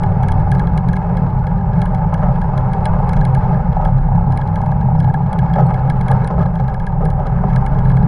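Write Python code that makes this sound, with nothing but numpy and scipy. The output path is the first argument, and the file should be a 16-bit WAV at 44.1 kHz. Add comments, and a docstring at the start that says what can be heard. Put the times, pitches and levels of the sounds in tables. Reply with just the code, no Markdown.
"""A droning hum with a sheet-metal buzz: an old pickup on a race straight, heard by a microphone bolted to its bed.
Road noise excites the resonances of frame and bed panels, the drive shaft adds tones on its orders, filtered
noise gives an exhaust roar, wind thumps and hiss, and a loose fitting ticks as struck decaying modes.
Noise bursts then jolt the panels; as the truck slows for a bend, slack knocks once a turn in runs, and two
short tone pairs squeak."""
import sys
import numpy as np
from scipy import signal
from scipy.io import wavfile
from scipy.ndimage import uniform_filter1d, minimum_filter1d

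SR = 44100
rng = np.random.default_rng(int(sys.argv[2]) if len(sys.argv) > 2 else 0)


def natural_amplitude(level_db):
    """Convert a level in decibels to a linear amplitude factor, elementwise."""
    exponent = np.asarray(level_db, float) / 20
    return 10 ** exponent


def master_out(mix):
    """Clip the mix to full scale and print it as 16-bit PCM to the path in sys.argv[1]."""
    frames = np.transpose(np.atleast_2d(mix))
    ceiling = np.clip(frames, -1, 1)
    pcm = np.round(ceiling * 32767).astype(np.int16)
    wavfile.write(sys.argv[1], SR, pcm)


N = 355887
# the throttle starts to close, the clutch goes down, and the time a change of load takes
LIFT_OFF_S, DECLUTCH_S, SWITCH_S = 1.6, 5.1, 0.3


def rms_one(x):
    """Normalisation: scales a signal to rms 1."""
    return x / np.sqrt(np.mean(x ** 2) + 1e-20)


def in_time(rows):
    """Linear interpolation: the columns of a table, one value per sample."""
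    s, *columns = np.transpose(rows)
    return [np.interp(np.arange(N) / SR, s, c) for c in columns]


def ramp(start, length):
    """Linear transition: 0 before the start, then a straight rise to 1 (both in s)."""
    return np.clip((np.arange(N) / SR - start) / length, 0, 1)


def drift(rate):
    """Low-pass random process: noise twice through one pole, spread 1; a higher rate moves faster."""
    r = np.exp(-80 * np.pi * rate / SR)
    noise = rng.standard_normal(N // 40 + 2002)   # one value per 40 samples
    slow = signal.lfilter([1], [1, -2 * r, r * r], noise)[2000:]
    return np.interp(np.arange(N) / 40, np.arange(len(slow)), rms_one(slow))


def band(x, order, low_hz, high_hz):
    """Band limitation: a Butterworth band-pass."""
    return signal.sosfilt(signal.butter(order, [low_hz, high_hz], "band", fs=SR, output="sos"), x)


def resonance(x, hz, width_hz):
    """Damped resonator: a two-pole peak with gain 1 on top."""
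    r = np.exp(-np.pi * width_hz / SR)
    peak_gain = (1 - r * r) / 2
    return signal.lfilter([peak_gain, 0, -peak_gain], [1, -2 * r * np.cos(2 * np.pi * hz / SR), r * r], x)


def body(x, modes, skirt, patchy_db):
    """Modal superposition: each mode swells and fades by itself as the load on the joints shifts."""
    click, out, ring = np.arange(16384) == 0, 0, 0
    for k, (hz, width, db) in enumerate(modes):
        gain = (-1) ** k * natural_amplitude(db)
        # a second, wider resonance keeps the valleys between the peaks dark
        mode = resonance(resonance(x + 1e-18, hz, width), hz, skirt * width)
        out += gain * natural_amplitude(patchy_db * drift(4.2)) * mode
        ring += gain * resonance(resonance(click + 1e-18, hz, width), hz, skirt * width)
    return out / np.sqrt(np.sum(ring ** 2))   # noise keeps its rms, apart from the swelling


# road shake: (time [s], frame drive level [dB], panel drive level before the quieter coast [dB])
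ROAD_SHAKE = [(0.0, -14.5, -24.5), (1.63, -16.5, -27.5), (2.97, -14.5, -24), (5.97, -14.5, -26),
              (6.22, -12.5, -23.5), (6.6, -18, -31), (8.03, -11.5, -24)]


def road_levels():
    """Broadband excitation: the road's drive of frame and panels, the panels quieter while coasting."""
    coast_s, coast_quiet_db = 3.6, 4
    frame_db, panel_db = in_time(ROAD_SHAKE)
    coasting = ramp(coast_s, SWITCH_S) - ramp(DECLUTCH_S, SWITCH_S)
    return frame_db, panel_db - coast_quiet_db * coasting


# frame resonances: (frequency [Hz], width [Hz], relative level [dB])
FRAME_MODES = [(41.3, 10, -8), (59.3, 5.4, -2), (97.1, 8.6, -4.5), (130.03, 5.37, 4.5), (152.7, 33, -6.5),
               (171.56, 19.94, -1.5), (203.5, 17.5, -17)]


def frame(level_db, bumps):
    """Forced resonance: road noise and bumps shake the frame."""
    shake = natural_amplitude(level_db) * rng.standard_normal(N) + natural_amplitude(7.0) * bumps
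    return body(shake, FRAME_MODES, skirt=4.7, patchy_db=1.5)


# drive shaft speed: (time [s], turn rate [turns/s])
SHAFT_SPEED = [(0, 39.05), (2.2, 38.6), (3.0, 37.7), (3.5, 36.3), (3.8, 33.93), (5.4, 30.68), (6.6, 32.0)]


def shaft_turns():
    """Phase is the integral of frequency: turns made so far."""
    return np.cumsum(in_time(SHAFT_SPEED)[0]) / SR


# shaft orders: (multiple of the turn rate [1], rms level before load changes and drift [dB])
SHAFT_ORDERS = [(1, -24), (1.5, -32), (2, -34), (2.5, -24), (3, -30), (4, -30), (4.5, -24), (5, -35)]


def shaft_hum(turns):
    """Order excitation: unbalance and firing give tones on whole and half multiples of the turn rate."""
    lift_takes_s, half_loss_db, whole_gain_db = 2.8, 19, 8
    first_out_s, first_back_s, first_loss_db = 4.3, 6.6, 14
    declutch_loss_db = 21
    lifted = ramp(LIFT_OFF_S, lift_takes_s)
    # as the throttle closes the half orders die away, and the first two whole ones gain half of whole_gain_db
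    half_db = -half_loss_db * lifted
    dropped_out = ramp(first_out_s, SWITCH_S) - ramp(first_back_s, SWITCH_S)
    first_db = .5 * whole_gain_db * lifted - first_loss_db * dropped_out
    # the higher whole orders swell just before the first two drop out, and sink with the clutch
    whole_db = whole_gain_db * ramp(first_out_s - SWITCH_S, SWITCH_S)
    whole_db = whole_db - declutch_loss_db * ramp(DECLUTCH_S, SWITCH_S)
    out = np.zeros(N)
    for multiple, db in SHAFT_ORDERS:
        wobble = 2 * np.pi * rng.random() + .12 * multiple * drift(1.5)   # phase [rad]
        if multiple % 1:
            load_db = half_db
        else:
            load_db = whole_db if multiple > 2 else first_db
        level = natural_amplitude(db + load_db + 2.1 * drift(1.8)) * np.sqrt(2)   # rms to peak
        out += level * np.sin(2 * np.pi * multiple * turns + wobble)
    return out


# bed panel resonances: (frequency [Hz], width [Hz], relative level [dB])
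PANEL_MODES = [(326, 220, -27), (400.3, 18.7, -3), (456.4, 28, -9), (508, 14, -5.5), (527, 20, -6.5),
               (605.6, 54, -3.5), (771.5, 45.4, 0), (859.4, 55.5, 1.5), (950.3, 26, -5), (1015, 76, -8.5),
               (1202, 61, -14.5), (1321, 69, -13), (1463, 40, -16.5), (1615, 190, -20), (2185, 190, -32),
               (2583, 84, -32), (2990, 530, -47.5), (3750, 1300, -48.5), (5140, 910, -54), (6300, 290, -55),
               (9800, 2500, -63.5)]


def panels(level_db, knocks, bright, dull):
    """Shared modal response: gritty road buzz, knocks and bumps all ring the same sheet metal."""
    low_panels_hz, thud_db, jangle_db = 620, 7, -28.5
    flap_hz, flap_width_hz, flap_db = 1265, 40, 7
    grit = natural_amplitude(1.6 * drift(58.0) + 0.39 * drift(3.6))   # small contacts come in clumps
    drive = natural_amplitude(level_db) * rms_one(grit) * rng.standard_normal(N) + knocks
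    high_pass = signal.butter(2, low_panels_hz * 0.68, "high", fs=SR, output="sos")
    drive = drive + signal.sosfilt(high_pass, bright)
    # small parts jangle in the treble under a bump
    jangle = natural_amplitude(jangle_db + 5.0 * drift(90.0)) * band(bright, 2, 2000, 5600)
    # part of a bump comes straight up the mount without ringing the panels
    thud = band(dull, 4, 280, 640) + band(bright, 4, 700, 980)
    # a small flap rings only under bumps
    flap = resonance(resonance(bright, flap_hz, flap_width_hz), flap_hz, 3 * flap_width_hz)
    thud += natural_amplitude(flap_db) * flap
    low_modes = [mode for mode in PANEL_MODES if mode[0] < low_panels_hz]
    ringing = body(drive, PANEL_MODES, skirt=3.0, patchy_db=1.1)
    low_ringing = body(dull, low_modes, skirt=3.0, patchy_db=1.1)
    return jangle + natural_amplitude(thud_db) * thud + ringing + low_ringing


def roar():
    """Band-limited flow noise: exhaust in the low middle, fading just before the throttle starts to close."""
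    start_db, loss_db = -42, 15
    level_db = start_db - loss_db * ramp(LIFT_OFF_S - 2 * SWITCH_S, 2 * SWITCH_S)
    return natural_amplitude(level_db) * rms_one(band(rng.standard_normal(N), 2, 178, 322))


def wind():
    """Turbulent pressure: lumpy low noise on the housing, mostly below the frame's notes."""
    low = band(rng.standard_normal(N), 3, 9, 30.6)
    return natural_amplitude(-26.5 + 3.0 * drift(1.0)) * rms_one(low)


def hiss():
    """White noise: a faint steady floor."""
    return natural_amplitude(-86.5) * rng.standard_normal(N)


# strikes of the loose fitting: (time [s], strike strength [dB])
FITTING_STRIKES = [(0.0338, -33.5), (0.2307, -36), (0.2842, -29), (0.319, -32), (0.5161, -29),
                   (0.549, -38.5), (0.595, -33), (0.671, -38), (0.7761, -28), (0.8859, -35), (0.931, -34),
                   (0.9657, -33.5), (1.1695, -35), (1.3022, -45), (1.4683, -38), (1.8169, -29.5),
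                   (1.8566, -36.5), (1.947, -36.5), (2.1406, -31.5), (2.4153, -37.5), (2.5773, -34),
                   (2.7332, -33.5), (2.855, -25.5), (3.0918, -32.5), (3.1324, -32), (3.166, -35.5),
                   (3.211, -38), (3.251, -30.5), (3.3487, -30.5), (3.5422, -44), (3.728, -45.5),
                   (3.85, -32.5), (3.9817, -46), (4.3215, -41), (4.374, -31.5), (4.4134, -36.5),
                   (4.474, -41.5), (4.557, -35), (4.6157, -40), (4.6605, -40.5), (4.716, -41.5),
                   (4.954, -47), (5.0016, -34), (5.043, -40), (5.1402, -34.5), (5.3292, -31), (5.388, -31),
                   (5.497, -45), (5.5359, -34.5), (5.557, -41.5), (5.7053, -40.5), (5.7416, -36),
                   (5.899, -29.5), (6.011, -32), (6.0823, -31.5), (6.115, -27), (6.245, -36.5),
                   (6.2748, -30.5), (6.3924, -41), (6.429, -41), (6.4594, -41.5), (6.5544, -40),
                   (6.599, -42), (6.68, -38), (6.7418, -37.5), (6.7982, -37.5), (6.8663, -33.5),
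                   (7.0534, -33), (7.102, -35), (7.268, -38), (7.501, -43), (7.533, -43), (7.5602, -29.5),
                   (7.663, -30.5), (7.7466, -44.5), (7.787, -38), (7.8514, -41), (7.899, -37.5),
                   (7.915, -41.5), (7.9693, -35.5)]
# modes of the loose fitting: (frequency [Hz], relative level [dB], 60 dB decay time before the mount [s])
FITTING_MODES = [(1651, 11, 0.025), (2174, 6, 0.013), (2934, -8, 0.018), (3305, -4.5, 0.019),
                 (4054, -0.5, 0.0068), (4540, -10.5, 0.012), (5100, -12, 0.017), (6080, -9, 0.0057),
                 (6640, -14.5, 0.0065), (8660, -7, 0.007), (9940, 8.5, 0.0023)]


def fitting():
    """Impact excitation: listed and random faint strikes ring its modes; harder contact is sharper."""
    faint_count, faint_db, faint_range_db = 300, -59, 15
    sharp_above_hz = 7000
    lag_s, evens = 0.004, 0.35   # the lowest mode answers late and rings well under soft strikes too
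    crack_db, crack_t60_s = -11.5, 0.032
    s, db = np.transpose(FITTING_STRIKES)
    faint = rng.random((faint_count, 2))
    s = np.r_[s, faint[:, 0] * (N - 1) / SR]
    db = np.r_[db, faint_db + faint_range_db * faint[:, 1] ** 2]
    colour_db = 2.2 * rng.standard_normal((len(s), len(FITTING_MODES)))
    skid = rng.standard_normal(N)
    out = np.zeros(N)
    for k, (hz, mode_db, t60) in enumerate(FITTING_MODES):
        lowest = k == 0
        sharp_db = (.5 * (db + 30.5) - 4.0) * (hz > sharp_above_hz)
        sharp_db = sharp_db - evens * (db + 34.5) * lowest
        at = np.minimum((s + lag_s * lowest) * SR, N - 1).astype(int)
        clicks = np.full(N, 1e-18)
        clicks[at] = natural_amplitude(db + mode_db + colour_db[:, k] + sharp_db)
        # after the first touch the contact skids for about a millisecond
        skid_level = signal.lfilter([1], [1, -np.exp(-1 / (.001 * SR))], clicks)
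        contact = clicks + natural_amplitude(-22) * skid * skid_level
        r, w = natural_amplitude(-60 / (t60 * SR)), 2 * np.pi * hz / SR
        ring = signal.lfilter([0, np.sin(w)], [1, -2 * r * np.cos(w), r * r], contact)
        out += resonance(ring, hz, 4.0 / t60)   # the ring swells through the mount
    touch = np.full(N, 1e-18)   # the touch itself is a short broad crack
    touch[(s * SR).astype(int)] = natural_amplitude(db + crack_db + .5 * colour_db[:, 4])
    crack = skid * signal.lfilter([1], [1, -natural_amplitude(-60 / (crack_t60_s * SR))], touch)
    return out + band(crack, 2, 1710, 6500)


# bumps: (time [s], nominal level [dB], decay length [s], dullness: share of power to the low panels [0-1])
BUMPS = [(2.126, -16, 0.0076, 0.06), (2.224, -13.5, 0.028, 0.1), (2.284, -16.5, 0.0037, 0),
         (3.797, -18.5, 0.067, 0), (5.56, -14.5, 0.053, 0.74), (5.581, -11.5, 0.0098, 0.06),
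         (5.595, -11.5, 0.011, 0.2), (5.62, -20, 0.012, 0), (6.098, -13.5, 0.02, 0.14),
         (6.301, -12.5, 0.01, 0.17), (6.335, -19, 0.0067, 0.6), (6.379, -15, 0.013, 0.44),
         (6.402, -14.5, 0.019, 0.1), (6.454, -17, 0.0033, 0.2), (6.596, -18.5, 0.013, 0.3),
         (6.68, -21, 0.04, 0.07), (7.007, -16.5, 0.059, 0.62), (7.19, -17, 0.023, 0.47),
         (7.252, -19, 0.031, 0.2), (7.436, -9, 0.007, 0.56), (7.55, -21.5, 0.04, 0.13)]


def jolts():
    """Transient excitation: a blow and a dying shudder, split between the high panels and the low ones."""
    blow_width = 21   # samples
    t, out = np.arange(N) / SR, np.zeros((2, N))
    shudder = rng.standard_normal((2, N))
    for s, db, length, dullness in BUMPS:
        age = np.maximum(t - s, 0) / max(length, .003)
        shape = natural_amplitude(db - 4) * np.minimum(age * 4, 1) * np.exp(-age) * shudder
        start = int(s * SR)
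        shape[:, start:start + blow_width] = natural_amplitude(db - 1) * np.hanning(blow_width)
        out += np.sqrt([[1 - dullness], [dullness]]) * shape
    return signal.sosfilt(signal.butter(1, 6000, fs=SR, output="sos"), out)   # tyres blunt the blow


# runs of slack knocks: (start [s], length [s], first relative level [dB], last relative level [dB])
KNOCK_RUNS = [(3.765, 0.14, -11, -19), (4.085, 0.095, -15, -14), (4.206, 0.37, -18, -22.5),
              (4.538, 0.14, -16, -16), (4.687, 0.16, -17.5, -27.5), (4.851, 0.38, -17, -16)]


def slack(turns):
    """Backlash impact: with the load off, play in the drive line knocks once a turn, nearly on time."""
    drive_gain_db = 22
    blows = np.zeros(N)
    wander = .015 * drift(9.0)   # turns
    chance_db = 1.2 * rng.standard_normal(N)
    for s, length, first_db, last_db in KNOCK_RUNS:
        run = np.arange(int(s * SR), int((s + length) * SR))
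        turned = turns[run] - turns[run[0]] + wander[run] - wander[run[0]]
        whole_turns = np.maximum.accumulate(np.floor(turned))
        at = run[np.flatnonzero(np.diff(whole_turns, prepend=-1))]
        level_db = np.interp(at, run[[0, -1]], [first_db, last_db])
        blows[at] = natural_amplitude(level_db + drive_gain_db + chance_db[at])
    return band(blows, 2, 620, 1000)


# metal squeaks: (time of the middle [s], frequency [Hz], peak level of the lower tone [dB], Gaussian length [s])
SQUEAK_TONES = [(4.99, 5270, -53, 0.006), (5.668, 4245, -51, 0.0049)]


def squeaks():
    """Frictional slip: metal on metal gives a short tone with its octave."""
    octave_db = -3
    t, out = np.arange(N) / SR, np.zeros(N)
    for s, hz, db, length in SQUEAK_TONES:
        tone = np.sin(2 * np.pi * hz * t) + natural_amplitude(octave_db) * np.sin(4 * np.pi * hz * t)
        out += natural_amplitude(db) * np.exp(-((t - s) / length) ** 2) * tone
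    return out


def scene():
    """Linear superposition: all sources add at one microphone."""
    frame_db, panel_db = road_levels()
    turns = shaft_turns()
    bright, dull = jolts()
    truck = frame(frame_db, bright + dull) + shaft_hum(turns)
    truck = truck + panels(panel_db, slack(turns), bright, dull)
    mix = truck + roar() + wind() + hiss() + fitting() + squeaks()
    return mix[None]   # one channel


def band_limit(x):
    """A steep low-pass at the top of the band."""
    return signal.sosfilt(signal.butter(12, 11750, fs=SR, output="sos"), x)


def record(dry):
    """Look-ahead limiting: the gain ducks ahead of peaks; then a short end fade and a treble cut."""
    room = np.minimum(1, natural_amplitude(-1.8) / (np.abs(dry) + 1e-9))
    gain = uniform_filter1d(minimum_filter1d(room, size=441), size=441)   # 10 ms windows
    gain = gain * (1 - ramp(N / SR - .004, .004))
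    top_cut = signal.cheby2(8, 32, 11100, fs=SR, output="sos")
    return band_limit(signal.sosfilt(top_cut, dry * gain))


dry = scene()
out = record(dry)
master_out(out)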